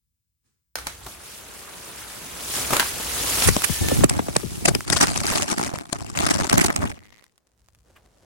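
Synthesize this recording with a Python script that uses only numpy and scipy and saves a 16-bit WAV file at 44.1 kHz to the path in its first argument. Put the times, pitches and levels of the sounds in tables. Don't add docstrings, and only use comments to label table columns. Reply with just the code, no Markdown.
import sys
import numpy as np
from scipy import signal
from scipy.fft import rfft, irfft, next_fast_len
from scipy.io import wavfile
from scipy.ndimage import uniform_filter1d, map_coordinates

SR = 44100
rng = np.random.default_rng(int(sys.argv[2]) if len(sys.argv) > 2 else 0)


def materialize(psi):
    bounded = np.clip(np.atleast_2d(psi).T, -1, 1)
    quanta = np.round(bounded * 32767).astype(np.int16)
    wavfile.write(sys.argv[1], SR, quanta)


N = 363808

# time_s, relative_level_db
CROWN_SWISH = [(0.77, -46.5), (1.0, -47), (2.28, -39.5), (2.65, -30.5), (2.95, -31), (3.44, -21),
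               (3.52, -29), (4.035, -29.5), (4.07, -42.5), (4.65, -41), (4.85, -42.5)]
# frequency_hz, relative_density_db
BOUGH_SPECTRUM = [(40, -16.5), (110, 1), (450, 2.5), (620, 0), (1300, 1), (3500, -7), (7000, -31)]
TWIG_SPECTRUM = [(500, -16.5), (1100, 0), (3400, -5), (5200, -1.5), (8200, -1), (11200, -7.5), (13300, -26),
                 (16000, -19)]
SHAKE_SPECTRUM = [(20, -46.5), (45, -2), (85, 6), (170, -2), (330, -5.5), (550, -16), (1200, -55.5)]
SETTLE_S, LULL_DB = 6.97, -73.5


def amp(db):
    return 10 ** (np.asarray(db) / 20)


def unit(x):
    return x / np.sqrt(np.mean(x ** 2) + 1e-20)


def along(points, hz):
    point_hz, value = np.transpose(points)
    return np.interp(np.log(hz + 1), np.log(point_hz + 1), value)


def gains(rows, fade_s=0.023):
    time_s, *columns_db = np.transpose(rows)
    t = np.arange(N) / SR
    gate = np.clip(1 + np.minimum(t - time_s[0], time_s[-1] - t) / fade_s, 0, 1)
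    return [gate * amp(np.interp(t, time_s, db)) for db in columns_db]


def swell(start_s, end_s, attack_s, release_s):
    t = np.arange(N) / SR
    rise = np.minimum(t - start_s, 0) / attack_s
    fall = np.minimum(end_s - t, 0) / release_s
    return np.exp(rise + fall)


def burst(peak_s, attack_s, release_s):
    return swell(peak_s, peak_s, attack_s, release_s)


def sag(start_s, db_per_s):
    return amp(-db_per_s * np.maximum(np.arange(N) / SR - start_s, 0))


def wobble(knots_per_s):
    knots = rng.standard_normal(int(N * knots_per_s / SR) + 4)
    return map_coordinates(knots, [np.arange(N) * knots_per_s / SR])


def noise():
    return rng.standard_normal((2, N))


def grains(per_s, spread_db):
    sizes = amp(spread_db * np.minimum(noise(), 2)) * np.sign(noise())
    return unit(sizes * (rng.random((2, N)) < per_s / SR))


def colour(x, spectrum, size=4096):
    gain = amp(along(spectrum, np.fft.rfftfreq(size, 1 / SR)))
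    cepstrum = irfft(np.log(np.maximum(gain, 1e-6)))
    cepstrum[1:size // 2] *= 2
    cepstrum[size // 2 + 1:] = 0
    response = irfft(np.exp(rfft(cepstrum)))
    return signal.fftconvolve(x, response[None] / np.linalg.norm(response), axes=1)[:, :N]


def mottle(x, depth_db, size=128):
    z = signal.stft(x, nperseg=size)[2]
    field = rng.standard_normal(z.shape[1:])
    field = uniform_filter1d(field, size=3, axis=0)
    field = uniform_filter1d(field, size=7, axis=1)
    return signal.istft(z * unit(amp(depth_db * unit(field))), nperseg=size)[1][:, :N]


def ports(pair, alike):
    turn = np.arccos(alike) / 2
    mid, side = np.cos(turn) * pair[0], np.sin(turn) * pair[1]
    return np.array([mid + side, mid - side])


def pan(left_right_db):
    return unit(amp([[left_right_db / 2], [-left_right_db / 2]]))


def add(track, start_s, sound):
    i = round(start_s * SR)
    track[:, i:i + sound.shape[-1]] += sound[..., :N - i]


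def outdoors():
    # frequency_hz, relative_density_db
    rumble_spectrum = [(20, -37), (55, 1), (105, -6.5), (220, -22), (500, -46)]
    forest_spectrum = [(59, -29.5), (100, 8), (280, -13.5), (608, -26.5), (1800, -24.5), (11600, -16.5),
                       (16000, -28.5)]
    murmur_spectrum = [(80, -10), (200, 1), (500, 1), (1100, -7), (2500, -15.5), (7000, -16.5),
                       (12000, -23), (13500, -36)]
    still_air_db, pushed_air_db, push_exponent = -83, -61, 0.9
    low_rise_s, cut_s, after_cut_db = 7.575, 7.86, -65.5
    end_s = N / SR

    crown, = gains(CROWN_SWISH)
    pushed = amp(pushed_air_db) * (crown / crown[SR]) ** push_exponent
    pushed = pushed + amp(-53) * swell(.77, 1.15, attack_s=.005, release_s=.05)
    late_low = amp(-61.5) * swell(low_rise_s, end_s, attack_s=0.034, release_s=.1)
    air = amp(still_air_db) + pushed + late_low
    low = air * colour(ports(noise(), alike=0.94), rumble_spectrum)
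    quiet = amp(-83.5) * colour(noise(), forest_spectrum)

    after_cut = amp(after_cut_db + 2 * wobble(35)) * swell(cut_s, end_s, attack_s=.012, release_s=.1)
    lull = amp(LULL_DB) * swell(SETTLE_S, end_s, attack_s=0.085, release_s=.1)
    rustle = ports(noise() + .9 * grains(per_s=300, spread_db=4), alike=.5)
    murmur = unit(colour(rustle, murmur_spectrum))

    brush = amp(-73.5) * burst(0.462, attack_s=0.018, release_s=0.088)
    brushed = colour(noise(), TWIG_SPECTRUM) + colour(noise(), SHAKE_SPECTRUM)
    return low + quiet + (after_cut + lull) * murmur + brush * brushed


def scuff():
    crunch = ports(grains(per_s=2500, spread_db=3), alike=.6)
    level = amp(-49.5) * burst(7.966, attack_s=.005, release_s=.012)
    return level * colour(crunch, [(600, -16), (1200, 0), (2800, -2), (4200, -20)])


def settling():
    # frequency_hz, relative_density_db
    patter_spectrum = [(900, -8.5), (1600, -10.5), (2000, 2), (2600, -8.5), (6000, -14.5), (13000, -24.5)]
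    level = amp(-53.5) * swell(SETTLE_S, 7.23, attack_s=0.016, release_s=0.05)
    level = level * sag(SETTLE_S, db_per_s=22)
    twigs = grains(per_s=90, spread_db=4) + .15 * noise()
    patter = mottle(colour(twigs, patter_spectrum), depth_db=3)

    late = amp(LULL_DB) * swell(SETTLE_S, N / SR, attack_s=.02, release_s=.1)
    stragglers = late * colour(grains(per_s=45, spread_db=4), TWIG_SPECTRUM)

    rock = amp(-49) * burst(SETTLE_S, attack_s=0.044, release_s=0.12)
    rocking = rock * colour(ports(noise(), alike=-0.47), SHAKE_SPECTRUM)
    return rocking + level * patter + stragglers


def squeak():
    # start_s, end_s, relative_level_db
    squeals = [(3.705, 3.765, -42), (3.845, 3.93, -34.5)]
    pitch_hz, rise_s, fall_s = 1770, .03, .02
    level = sum(amp(db) * swell(start_s, end_s, rise_s, fall_s) for start_s, end_s, db in squeals)
    phase = 2 * np.pi * np.cumsum(pitch_hz * (1 + .004 * wobble(200))) / SR
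    hoarseness = unit(amp(3 * wobble(110)))
    return level * hoarseness * (np.sin(phase) + .3 * np.sin(2 * phase))


def swish():
    # frequency_hz, relative_density_db
    needle_spectrum = [(1200, -17.5), (2300, 1), (7000, 3.5), (11500, 3.5), (13000, -6.5), (16000, -1.5)]
    # middle_s, half_length_s, body_db, hiss_db (relative levels)
    sweeps = [(2.578, 0.044, -35.5, -26), (2.748, 0.034, -26, -27.5), (3.448, 0.01, -38, -18.5)]
    body_db, thinning_from_s, thinning_db_per_s = -1.5, 2.05, 4

    t = np.arange(N) / SR
    hiss, = gains(CROWN_SWISH, fade_s=0.005)
    body = hiss * amp(body_db) * sag(thinning_from_s, thinning_db_per_s)
    for middle_s, half_s, sweep_body_db, sweep_hiss_db in sweeps:
        passing = np.exp(-((t - middle_s) / half_s) ** 2 / 2)
        body = np.hypot(body, amp(sweep_body_db) * passing)
        hiss = np.hypot(hiss, amp(sweep_hiss_db) * passing)

    rush = noise() + 0.28 * grains(per_s=950, spread_db=-2)
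    boughs = colour(ports(rush, alike=0.32), BOUGH_SPECTRUM)
    crackle = noise() + .5 * grains(per_s=1500, spread_db=10)
    needles = colour(ports(crackle, alike=.1), needle_spectrum)
    sway_gain = amp(1.0 + 1.4 * wobble(16))
    crown = body * unit(boughs) + hiss * sway_gain * unit(needles)
    return mottle(crown, depth_db=2.0)


def echo(x, size=256):
    # frequency_hz, t60_s
    trunk_decay = [(200, .25), (2000, .34), (12000, .2)]
    hz, t, z = signal.stft(rng.standard_normal((2, SR // 2)), SR, nperseg=size)
    decay = amp(-60 * t / along(trunk_decay, hz)[:, None])
    tail = signal.istft(z * decay, SR, nperseg=size)[1]
    return signal.fftconvolve(x, tail / np.linalg.norm(tail[0]), axes=1)[:, :N]


def cracks(rows, t60_s, splinter_db, splinter_t60_s, alike):
    # frequency_hz, relative_density_db
    wood_spectrum = [(80, -15), (200, -14), (700, -4.5), (1400, -0.5), (3000, -6.5), (10000, -9),
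                     (16000, -18.5)]
    track, t = np.zeros((2, N)), np.arange(SR // 8) / SR
    for start_s, db in rows:
        draw = rng.standard_normal((2, 2, len(t)))
        crack = amp(-60 * t / t60_s) * draw[0]
        tearing = amp(splinter_db - 60 * t / splinter_t60_s) * unit(draw[1] ** 3)
        add(track, start_s, amp(db) * ports(crack + tearing, alike))
    return colour(track, wood_spectrum)


def breaking():
    # start_s, relative_level_db
    snaps = [(.7555, -10.5), (.7865, -18.5), (.8695, -11), (1.065, -25), (2.539, -20.5), (2.734, -6),
             (2.767, -4.5), (2.797, 0), (2.804, -5), (3.422, -5)]
    # start_s, relative_level_db
    ticks = [(3.62, -8.5), (3.886, -6.5), (4.807, -15.5), (5.071, -7), (5.415, -18), (5.787, -17),
             (6.189, -7.5), (6.287, -18.5), (6.411, -13), (7.241, -33.5), (7.379, -39.5), (7.686, -39),
             (7.749, -40)]
    limbs = cracks(snaps, t60_s=0.017, splinter_db=-21, splinter_t60_s=0.2, alike=0.2)
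    limbs = mottle(amp(-6.5) * limbs, depth_db=1.5)
    twigs = cracks(ticks, t60_s=.005, splinter_db=-19, splinter_t60_s=.04, alike=.1)
    return limbs + amp(-5.0) * echo(limbs) + amp(-4) * twigs


def clonk():
    # peak_s, relative_level_db, decay_s
    clonks = [(0.869, -29, 0.008), (1.064, -33, 0.018), (2.707, -13.5, 0.0038), (2.730, -17, 0.011),
              (2.767, -24, 0.0069), (2.796, -22, 0.0057), (2.828, -24, 0.0026), (5.322, -23.5, .018)]
    level = sum(amp(db) * burst(peak_s, 0.0015, decay_s) for peak_s, db, decay_s in clonks)
    rattle = ports(grains(per_s=4000, spread_db=1), alike=.7)
    return level * colour(rattle, [(200, 2.0), (550, 3.0), (1150, 2.5), (2200, -13.0)])


def knocks():
    # start_s, relative_level_db, starting_pitch_hz, length_s, left_right_db
    blows = [(3.455, -18, 132, 0.05, 5.5), (3.486, -11.5, 727, 0.0085, 14), (3.564, -21, 1286, 0.0081, 6),
             (3.696, -20.5, 360, 0.018, 14), (3.914, -17, 1066, 0.016, 0), (4.007, -17, 230, 0.016, 14.5),
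             (4.0365, -8, 1092, 0.012, -1), (4.191, -16, 1400, 0.008, 3), (4.284, -21, 1130, 0.0065, 0),
             (4.3606, -15, 1438, 0.0081, -8), (4.432, -27, 553, 0.03, 33),
             (4.685, -13.5, 1146, 0.0072, 0.5), (4.753, -20, 1000, 0.007, -6),
             (6.528, -20.5, 468, 0.025, 3.5), (6.587, -25.5, 510, .012, -0.5)]
    end_hz = 43.3
    track, t = np.zeros((2, N)), np.arange(SR // 6) / SR
    judder, rattle = wobble(450), np.zeros((2, N))
    for start_s, db, start_hz, length_s, left_right_db in blows:
        age = t / length_s
        rough = np.roll(judder, -round(start_s * SR))[:len(t)]
        pitch_hz = end_hz + (start_hz - end_hz) / (1 + age) ** 2.6
        phase = 2 * np.pi * np.cumsum(pitch_hz) / SR + .7 * rough
        thump = (age / .42 * np.exp(1 - age / .42)) ** .8
        linger = .1 * (1 - np.exp(-age)) * np.exp(-age / 1.6)
        wave = np.array([np.sin(phase), np.sin(phase + 2 * np.pi / 3)])
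        add(track, start_s, amp(db + 4.0) * pan(left_right_db) * (thump + linger) * wave)
        add(rattle, start_s, amp(db) * pan(left_right_db) * np.exp(-t / 0.0074))
    return track + amp(-9.5) * colour(rattle * ports(noise(), alike=0.36), BOUGH_SPECTRUM)


def shell_ring(x):
    # frequency_hz, relative_density_db
    case_spectrum = [(80, -18), (160, -1), (330, 1.5), (480, -15.5), (600, -10), (690, 6.5), (860, -11),
                     (1050, -4.5), (1500, -12.5), (2300, -11.5), (4500, -34.5)]
    wander = .18
    place = wobble(30)
    ring = 0
    for k in (-1, 0, 1):
        shifted = [(hz * (1 + wander) ** k, db) for hz, db in case_spectrum]
        ring = ring + np.exp(-(place - k) ** 2) * colour(x, shifted)
    return .8 * ring


def scrapes():
    # middle_s, relative_level_db, half_length_s, left_right_db
    flicks = [(3.479, -12.5, 0.0036, -15.5), (3.489, -8, 0.0021, -1.5), (3.566, -11.5, 0.00074, 9.5),
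              (3.645, -10.5, 0.0042, -11.5), (4.043, -8, 0.0014, -12.5), (4.097, -10.5, 0.0016, -2.5),
              (4.366, -6.5, 0.00065, 8.5), (4.657, -11.5, 0.0023, -1.5), (4.687, -12.5, 0.0044, 12.5),
              (4.751, -12, 0.0011, 4), (4.902, -8, 0.00069, 15.5), (4.931, -11, 0.0031, 14.5),
              (4.969, -12, 0.0035, 8), (5.012, -11, 0.0025, 1), (5.031, -13, 0.0071, -3.5),
              (5.177, -16.5, 0.0012, 11.5), (5.359, -16.5, 0.0032, 1.5), (5.515, -16.5, 0.0017, 13.5),
              (5.583, -16, 0.0012, -2), (5.9294, -12, 0.0013, 12.5), (6.267, -11.5, 0.0018, 7.5),
              (6.311, -16.5, 0.005, -0.5), (6.343, -20, 0.0038, 11.5), (6.498, -9.5, 0.0012, 2.5),
              (6.53, -9.5, 0.0013, -12.5), (6.581, -7, 0.0015, -18.5), (6.614, -14, 0.0037, -19),
              (6.644, -16, 0.0028, -9), (6.664, -14.5, 0.0028, -7), (6.763, -12.5, 0.0011, -10)]
    force, t = np.zeros((2, N)), np.arange(SR // 10) / SR
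    centre_s = t.mean()
    for middle_s, db, half_s, left_right_db in flicks:
        away = abs(t - centre_s) / half_s
        envelope = np.exp(-(away / 1.6) ** 2) + .3 * np.exp(-away / 3)
        add(force, middle_s - centre_s, amp(db) * pan(left_right_db) * envelope)
    catches = force * unit(2.0 * noise() + grains(per_s=2700, spread_db=3.5))
    shell = shell_ring(ports(catches, alike=-0.61))
    return amp(-4.0) * colour(catches, TWIG_SPECTRUM) + amp(-6.0) * shell


def drag():
    # start_s, end_s, groan_db, crunch_db, shake_db, left_right_db
    strokes = [(3.824, 4.037, -40, -55.5, -20, 0.5), (4.109, 4.19, -35.5, -39.5, -22, -5),
               (4.257, 4.63, -46, -44, -33.5, -1.5), (4.629, 4.762, -47.5, -59, -24, 5),
               (4.888, 5.208, -37, -31.5, -27, 0), (5.248, 5.434, -30, -28, -31, -0.5),
               (5.49, 5.527, -29, -28.5, -40, 1), (5.604, 5.661, -33.5, -32, -31.5, 1),
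               (5.724, 5.783, -37.5, -43.5, -38.5, 5.5), (5.943, 6.168, -43, -43.5, -36, 4.5),
               (6.174, 6.447, -28.5, -32.5, -28.5, 8), (6.516, 6.68, -28, -33, -26, 8),
               (6.69, 6.707, -23.5, -33.5, -30, 3), (6.77, 6.894, -33.5, -43.5, -26.5, 5.5)]
    # time_s, share
    slide_share = [(5.4, .6), (5.75, .27)]
    slips_per_s, slip_decay_s = 280, 0.0014
    attack_s, release_s, sag_db_per_s = 0.018, 0.034, 1.5

    creep = amp(-52) * swell(4.7, 6.9, attack_s=0.044, release_s=0.017)
    groan, crunch, shake = creep * np.ones((3, 1, 1))
    for start_s, end_s, groan_db, crunch_db, shake_db, left_right_db in strokes:
        grip = swell(start_s, end_s, attack_s, release_s) * sag(start_s, sag_db_per_s)
        groan = np.maximum(groan, amp(groan_db) * grip)
        shake = np.maximum(shake, amp(shake_db) * grip)
        crunch = np.maximum(crunch, amp(crunch_db) * pan(left_right_db) * grip)

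    starts = abs(grains(per_s=slips_per_s, spread_db=3.5)[0])
    jerks = unit(signal.lfilter([1], [1, -np.exp(-1 / (slip_decay_s * SR))], starts))
    sliding = np.interp(np.arange(N) / SR, *np.transpose(slide_share))
    slip_rms = np.sqrt(1 + 2 * sliding * jerks.mean() + sliding ** 2)
    slips = (sliding + jerks) / slip_rms

    grit = unit(grains(per_s=4500, spread_db=3) + noise())
    bright = colour(slips * grit, TWIG_SPECTRUM)
    shell = shell_ring(ports(slips * grains(per_s=3000, spread_db=0.5), alike=-0.58))
    low = colour(ports(noise(), alike=-0.68), SHAKE_SPECTRUM)
    rocking = amp(4.5) * groan * shell + amp(-1.5) * shake * low
    return amp(2.0) * crunch * bright + mottle(rocking, depth_db=2.5)


def tilt(x):
    # frequency_hz, left_right_db
    port_balance = [(2000, 0), (4500, 6.5), (8000, 0), (13000, -9)]
    half_db = along(port_balance, np.fft.rfftfreq(N, 1 / SR)) / 2
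    gain = amp([half_db, -half_db])
    return irfft(rfft(x) * gain / np.sqrt(np.mean(gain ** 2, axis=0)), N)


def scene():
    contact = tilt(mottle(scrapes(), depth_db=4) + mottle(drag(), depth_db=3.2))
    background = outdoors() + scuff() + settling()
    tree = swish() + breaking() + clonk()
    return background + tree + squeak() + knocks() + contact


def record(dry):
    top_hz = 16000
    held = dry / (1 + abs(dry) ** 6) ** (1 / 6)
    size = next_fast_len(N + SR // 2)
    passband = np.fft.rfftfreq(size, 1 / SR) < top_hz
    return irfft(rfft(held, size) * passband, size)[:, :N]


dry = scene()
out = record(dry)
materialize(out)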